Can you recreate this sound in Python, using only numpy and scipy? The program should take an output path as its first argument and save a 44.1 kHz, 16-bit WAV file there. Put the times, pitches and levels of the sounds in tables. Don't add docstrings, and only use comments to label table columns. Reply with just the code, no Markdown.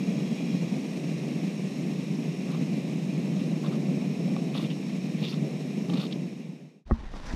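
import sys
import numpy as np
from scipy import signal
from scipy.fft import rfft, irfft
from scipy.io import wavfile

SR = 44100
rng = np.random.default_rng(int(sys.argv[2]) if len(sys.argv) > 2 else 0)


def bounce(signal):
    frames = np.transpose(np.atleast_2d(signal))
    limited = np.clip(frames, -1, 1)
    pcm = np.round(limited * 32767).astype(np.int16)
    wavfile.write(sys.argv[1], SR, pcm)


N = 324135
TIME_S, FREQ_HZ = np.arange(N) / SR, np.arange(N // 2 + 1) * SR / N
FADE_OUT_S, SILENT_S, FADE_POWER = 5.96, 6.852, 1.094
FADE_IN_S = 0.018

# t/s, level/dB
FLAME_STRENGTH = [(0.0, 0.5), (1.25, -0.5), (1.65, -2), (1.9, 1.5), (2.0, -3.5), (2.15, -1), (2.4, -1.2),
                  (3.3, -0.5), (3.7, 1), (4.15, 1), (4.4, 2), (5.1, -4.5), (5.2, 1), (5.35, -4), (5.45, 3),
                  (5.65, -3.5), (5.95, 1), (6.15, -2)]
# f/Hz, level/dB
ROAR_SPECTRUM = [(20, -63), (60, -50), (110, -31), (123, -30), (134, -9), (147, 0), (185, 1.5), (260, -6),
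                 (400, -15), (700, -25), (950, -36), (1500, -49.5), (3000, -68.5)]


def flame(flutter, surge_db=0.5, flutter_db=0.86, sputter_db=1.0, boom_db=1.3, roar_db=-29.0):
    strength_db = curves(FLAME_STRENGTH)[0] + surge_db * walk(4.4)
    sputter = walk(103)
    eddies = rng.standard_normal(N) * undb(strength_db + flutter_db * flutter + sputter_db * sputter)
    boom = band(eddies, 228, 88) * (undb(boom_db * flutter) - 1)
    return colour(eddies + boom, ROAR_SPECTRUM) * undb(roar_db)


# f/Hz, level/dB
JET_SPECTRUM = [(400, -13), (1000, -9), (1450, -14), (1950, -3.5), (2600, -4), (3050, -7), (4600, -15.5),
                (6200, -13), (8300, -18.5), (8900, -20.5), (10000, -20), (11300, -28.5), (12600, -23),
                (15000, -40)]
# f/Hz, width/Hz, lift/dB
BURNER_MODES = [(1130, 180, 5.5), (2400, 340, 4), (2470, 120, 2), (2740, 110, 3), (3722, 25, 4),
                (3840, 230, 6), (4135, 80, 7.5), (4500, 60, 6.5), (4965, 130, 6.5), (5480, 220, 6),
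                (6500, 450, 4), (8050, 350, 2)]
# f/Hz, width/Hz, lift/dB
HAND_GAP_MODES = [(2440, 100, 4), (2660, 130, -2), (2820, 80, 3), (3020, 170, -6), (3300, 160, 7.5),
                  (3630, 140, -6), (4050, 300, 1), (4950, 200, 2), (6550, 300, 3), (8900, 600, -4)]
# t/s, nearness/0-1
HAND_NEARNESS = [(0, .75), (.3, .7), (.43, 1), (.58, 0.7), (.72, 0.3), (.95, 0), (2.3, 0)]
JET_START_DB, JET_SAG_DB_PER_S = -47.5, 0.41


def jet(flutter, flutter_db=0.5, waver_db=0.9, wander_db=0.6):
    hiss = colour(rng.standard_normal(N), JET_SPECTRUM)
    hiss = vary_bands(hiss, [(2400, 380), (3900, 800), (5500, 990), (8200, 1300)], waver_db, 26)
    hiss = vary_bands(hiss, [(2300, 170), (2700, 140), (3300, 180)], wander_db, 6.2)
    hiss = unit(resonate(hiss, BURNER_MODES))
    through_gap = resonate(hiss, HAND_GAP_MODES)
    hiss = hiss + curves(HAND_NEARNESS)[0] * (through_gap - hiss)
    return hiss * undb(JET_START_DB - JET_SAG_DB_PER_S * TIME_S + flutter_db * flutter)


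DRIP_ATTACK_SHARE, DRIP_TAIL_SHARE = 0.31, 0.3
DRIP_EDGE_S, DRIP_SAG_DB_PER_S, DRIP_RISE_OCT_PER_S = 0.0034, 71, 6.4


def boil(s, length_s):
    attack = ramp(s, DRIP_EDGE_S + DRIP_ATTACK_SHARE * length_s)
    sag_db = DRIP_SAG_DB_PER_S * length_s * ramp(s, length_s)
    tail = np.exp(-np.maximum(TIME_S - s - length_s, 0) / (DRIP_TAIL_SHARE * length_s))
    return attack * undb(-sag_db) * tail


# t/s, length/s, steam/dB, steam centre f/Hz, spatter/dB, spray/dB
DRIP_EVENTS = [ (2.47, .1, -51, 2600, -48, -72), (3.383, 0.024, -51, 3450, -56, -74),
               (3.632, 0.038, -48, 3600, -45.5, -70), (3.708, .042, -53, 3600, -48.5, -70),
               (4.538, 0.045, -38.5, 3570, -48.5, -59), (4.595, 0.037, -44, 3500, -52, -60),
               (4.633, 0.032, -46.5, 2900, -59, -72), (4.693, 0.026, -41, 2750, -70, -76),
               (5.156, 0.1, -44, 3000, -67, -64), (5.222, 0.048, -38.5, 3300, -57, -70),
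               (5.272, 0.04, -41.5, 4500, -59, -61), (5.314, 0.035, -45, 3400, -53, -74),
               (5.895, 0.0088, -42.5, 3250, -52, -74.5), (5.931, 0.012, -40, 3870, -52, -66),
               (5.955, .005, -42, 3600, -55, -72), (5.963, 0.019, -40, 3700, -49, -64),
               (5.992, .015, -39.5, 3300, -52, -64), (6.006, .016, -38, 4150, -51, -59),
               (6.022, 0.032, -42, 3850, -53, -60), (6.061, .009, -44.5, 3600, -62, -76),
               (6.106, .013, -49, 3600, -70, -79.5), (6.12, 0.011, -34.5, 3700, -70, -78)]
# f/Hz, level/dB
STEAM_SPECTRUM = [(1200, -11), (2000, 12), (2600, 7.5), (4500, 0.5), (6000, -1), (8500, -9), (15000, -20)]
# f/Hz, width/Hz, lift/dB
FIN_MODES = [(2770, 350, 8.5), (3270, 260, 2.5), (3665, 280, 10), (4360, 100, 8), (4900, 360, 5.5)]
# f/Hz, level/dB
SPRAY_SPECTRUM = [(5000, -2), (8000, -4), (10000, 4), (11200, -1), (12400, 2), (13800, -2), (15000, -6)]


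def sizzles(spatter_hz=1130, spatter_width_hz=520, steam_width_hz=2300):
    spitting = undb(1.5 * walk(170))
    steam = resonate(colour(crackle(spread_db=2.5) * spitting, STEAM_SPECTRUM), FIN_MODES)
    spatter = band_twice(crackle(spread_db=0.5), spatter_hz, spatter_width_hz)
    spray = colour(crackle(spread_db=1), SPRAY_SPECTRUM)
    out = np.zeros(N)
    for s, length_s, steam_db, hz, spatter_db, spray_db in DRIP_EVENTS:
        gone = ramp(s, length_s)
        rise = 2 ** (DRIP_RISE_OCT_PER_S * length_s / 2)
        early = band_twice(steam, hz / rise, steam_width_hz)
        late = band_twice(steam, hz * rise, steam_width_hz)
        puff = (1 - gone) * early + gone * late
        drip = undb(steam_db) * puff + undb(spatter_db) * spatter + undb(spray_db) * spray
        out += boil(s, length_s) * drip
    return out


# t/s, level/dB, f/Hz
SPIT_EVENTS = [(2.516, -51, 10000), (3.406, -46, 3680), (3.666, -52, 9000), (3.737, -44, 3700),
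               (4.575, -48, 9500), (5.251, -41, 3600), (5.939, -43, 5200), (6.068, -48, 3700)]


def spits(decay_s=0.0015, width_share=0.7):
    noise, out = rng.standard_normal(N), np.zeros(N)
    for s, db, hz in SPIT_EVENTS:
        tick = band_twice(noise, hz, width_share * hz)
        out += undb(db) * (TIME_S > s) * np.exp(-np.abs(TIME_S - s) / decay_s) * tick
    return out


# f/Hz, t60/s, level/dB
POT_MODES = [(557, 0.014, 0), (805, 0.017, 3.5), (1140, 0.023, 0), (1130, 0.052, -16), (2600, 0.0076, 1),
             (3640, 0.006, -1)]
# t/s, level/dB
POT_TICKS = [(2.484, -34), (2.548, -31), (3.64, -35), (3.754, -36), (4.365, -23.5), (4.552, -26.5),
             (4.596, -29), (5.8955, -32), (5.9005, -32), (5.930, -33), (5.936, -31), (5.956, -32),
             (5.963, -34), (5.977, -31), (5.997, -35), (6.012, -32), (6.028, -30), (6.039, -30)]


def pot(pitch_share=0.03, scatter_db=0.5):
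    out, chance = np.zeros(N), rng.standard_normal((len(POT_TICKS), len(POT_MODES) + 1))
    for (s, db), (detune, *weights) in zip(POT_TICKS, chance):
        stretch = 1 + pitch_share * detune
        modes = [(hz * stretch, t60_s, g + scatter_db * w) for (hz, t60_s, g), w in zip(POT_MODES, weights)]
        out += strike(modes, s, db, contact_s=0.000084)
    return highpass(out, 200)


# t/s, f/Hz, level/dB
JET_WHISTLE = [(0, 8150, -72), (.17, 8450, -73.5), (.3, 8120, -74), (.47, 8330, -74), (.75, 8200, -78.5),
               (.93, 8600, -67), (1.15, 8500, -73.5), (1.3, 8200, -75), (1.52, 8620, -72),
               (1.8, 8300, -75.5), (2.2, 8000, -75.5), (2.7, 8070, -75)]
# t/s, f/Hz, level/dB
TUBE_WHISTLE = [(0, 5500, -60), (.55, 5490, -61), (.8, 5590, -59), (1.1, 5520, -61), (2.4, 5500, -62),
                (2.65, 5390, -65.5), (3.9, 5440, -64), (4.25, 5420, -59), (4.5, 5490, -62),
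                (6.2, 5460, -64)]


def whistles(jet_width_hz=200, tube_width_hz=230):
    jet_hz, jet_db = curves(JET_WHISTLE)
    tube_hz, tube_db = curves(TUBE_WHISTLE)
    return undb(jet_db) * narrow(jet_hz, jet_width_hz) + undb(tube_db) * narrow(tube_hz, tube_width_hz)


def crack(s, db, contact_s, crack_db=-11, decay_s=0.0019, hard_s=0.00016, centre_hz=4000):
    age_s = TIME_S - s
    noise = unit(band(rng.standard_normal(N), centre_hz, 2 * centre_hz))
    burst = (age_s > 0) * np.exp(-np.abs(age_s) / decay_s) * noise
    return burst * undb(db + crack_db) * np.exp(-contact_s / hard_s)


# f/Hz, t60/s, level/dB
HOUSING_MODES = [(67, 0.066, -0.5), (227, 0.15, -11.5), (357, 0.014, 4.5), (540, .025, -5.5),
                 (805, 0.014, -0.5), (1115, 0.039, -4.5), (1230, 0.026, -3.5), (1660, 0.033, -11.5),
                 (1870, 0.041, -6)]
# t/s, level/dB, contact/s
KNOCK_EVENTS = [(6.8992, -34, 0.001), (6.9109, -10.5, 0.00072), (6.9173, -6.5, 0.0043),
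                (6.989, -29, 0.0063), (7.034, -30.5, 0.0018), (7.1392, -27, 0.00066), (7.336, -17, 0.0041)]


def knocks():
    blows = sum(strike(HOUSING_MODES, *knock) + crack(*knock) for knock in KNOCK_EVENTS)
    return highpass(blows, 31)


NYLON_BRIGHTEN_DB_PER_S, NYLON_USUAL_S = 18, 7.14
# f/Hz, level/dB
NYLON_SPECTRUM = [(100, 5), (200, 18), (380, 7), (1000, 3), (1900, -4.5), (2800, -5.5), (5500, -9.5),
                  (8000, -20), (11000, -28), (15000, -44)]
# f/Hz, width/Hz, lift/dB
SHELL_MODES = [(1010, 130, 1), (1860, 170, 5), (3700, 200, 3), (5940, 360, 2)]


def fabric(patchy_db=3):
    catching = undb(1.6 * walk(70))
    rustle = colour(crackle(spread_db=1.5) * catching, NYLON_SPECTRUM)
    rustle = vary_bands(rustle, [(850, 300), (1400, 400), (2400, 600)], patchy_db, 20)
    rustle = unit(resonate(rustle, SHELL_MODES))
    bright_db = NYLON_BRIGHTEN_DB_PER_S * (TIME_S - NYLON_USUAL_S)
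    return rustle + (undb(bright_db) - 1) * band(rustle, 8000, 8000)


NYLON_START_DB, NYLON_RISE_DB_PER_S = -53, 18.5
# t/s, length/s, lift/dB
FOLD_SWISHES = [(6.915, 0.05, 4.5), (7.132, .06, 4.5), (7.24, 0.086, 5.5)]


def nylon():
    rising_db = NYLON_START_DB + NYLON_RISE_DB_PER_S * (TIME_S - SILENT_S)
    swish_db = sum(db * swell(s, length_s) for s, length_s, db in FOLD_SWISHES)
    return fabric() * undb(rising_db + swish_db)


def scrape(s, length_s, db, start_hz, end_hz, width_share=0.22):
    hz = start_hz + (end_hz - start_hz) * ramp(s, length_s)
    catching = unit(undb(1.8 * walk(150)))
    return undb(db) * swell(s, length_s) * catching * narrow(hz, width_share * start_hz)


# t/s, length/s, level/dB, start f/Hz, end f/Hz
SCRAPE_EVENTS = [(6.886, 0.033, -44, 620, 725), (6.927, .035, -51, 1080, 920), (6.94, .14, -54, 1060, 960),
                 (7.02, .12, -60, 1880, 1910), (7.139, 0.049, -50, 1020, 1140),
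                 (7.15, .04, -57, 2150, 2500), (7.262, .04, -51, 1400, 1960),
                 (7.275, 0.047, -53, 2250, 2560), (7.28, .045, -46.5, 950, 860),
                 (7.283, .05, -46, 1950, 1650), (7.259, 0.064, -53, 6100, 4300)]


def scrapes():
    return sum(scrape(*row) for row in SCRAPE_EVENTS)


# f/Hz, level/dB
GRIP_SPECTRUM = [(12, -20), (28, -6.5), (45, -12), (80, -28), (130, -24), (400, -90)]


def grip(grip_db=-39):
    return colour(rng.standard_normal(N), GRIP_SPECTRUM) * undb(grip_db)


def tent():
    return knocks() + scrapes() + ramp(SILENT_S, FADE_IN_S) * (nylon() + grip())


def strike(modes, s, db, contact_s):
    t = TIME_S[:SR // 4]
    ring = np.zeros(len(t))
    for hz, t60_s, g in modes:
        ring += undb(g) * np.sin(2 * np.pi * hz * t) * np.exp(-np.log(1000) * t / t60_s)
    push = np.sin(np.pi * np.minimum(t / contact_s, 1)) ** 2
    hit = signal.fftconvolve(ring, push)[:len(t)]
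    return undb(db) * np.interp(TIME_S - s, t, hit / np.abs(hit).max(), left=0, right=0)


def crackle(spread_db):
    sizes = np.minimum(rng.exponential(size=N // 16 + 1), 4)
    return rng.standard_normal(N) * undb(spread_db * np.repeat(sizes, 16)[:N])


def narrow(hz, width_hz):
    blur = signal.butter(2, width_hz / 2, fs=SR, output="sos")
    sway = signal.sosfilt(blur, rng.standard_normal(N) + 1j * rng.standard_normal(N))
    return unit(np.real(sway * np.exp(2j * np.pi * np.cumsum(hz) / SR)))


def vary_bands(x, bands, spread_db, rate_hz):
    for hz, width_hz in bands:
        x = x + (undb(spread_db * walk(rate_hz)) - 1) * band(x, hz, width_hz)
    return x


def resonate(x, modes):
    for hz, width_hz, db in modes:
        x = x + (undb(db) - 1) * band(x, hz, width_hz)
    return x


def band(x, hz, width_hz):
    return signal.lfilter(*signal.iirpeak(hz, hz / width_hz, fs=SR), x)


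def band_twice(x, hz, width_hz):
    return unit(band(band(x, hz, width_hz), hz, width_hz))


def colour(x, points):
    hz, db = np.transpose(points)
    gain_db = np.interp(np.log(FREQ_HZ + 1), np.log(hz), db)
    return unit(irfft(rfft(x) * undb(gain_db), N))


def highpass(x, hz):
    return signal.sosfilt(signal.butter(2, hz, "high", fs=SR, output="sos"), x)


def walk(rate_hz):
    return unit(irfft(rfft(rng.standard_normal(N)) * np.exp(-(FREQ_HZ / rate_hz) ** 2), N))


def curves(table):
    s, *columns = np.transpose(table)
    return [np.interp(TIME_S, s, c) for c in columns]


def ramp(s, length_s):
    return np.clip((TIME_S - s) / length_s, 0, 1)


def swell(s, length_s):
    return 0.77 * np.maximum(1 - (2 * (TIME_S - s) / length_s - 1) ** 2, 0)


def undb(db):
    return 10 ** (np.asarray(db) / 20)


def unit(x):
    return x / np.sqrt(np.mean(x ** 2))


def scene():
    flutter = walk(34.0)
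    stove = flame(flutter) + jet(flutter) + sizzles() + spits() + pot() + whistles()
    fade = (1 - ramp(FADE_OUT_S, SILENT_S - FADE_OUT_S)) ** FADE_POWER
    return (stove * fade + tent())[None]


def record(dry, top_hz=15100):
    return signal.sosfilt(signal.ellip(10, 0.2, 80, top_hz, fs=SR, output="sos"), dry)


dry = scene()
out = record(dry)
bounce(out)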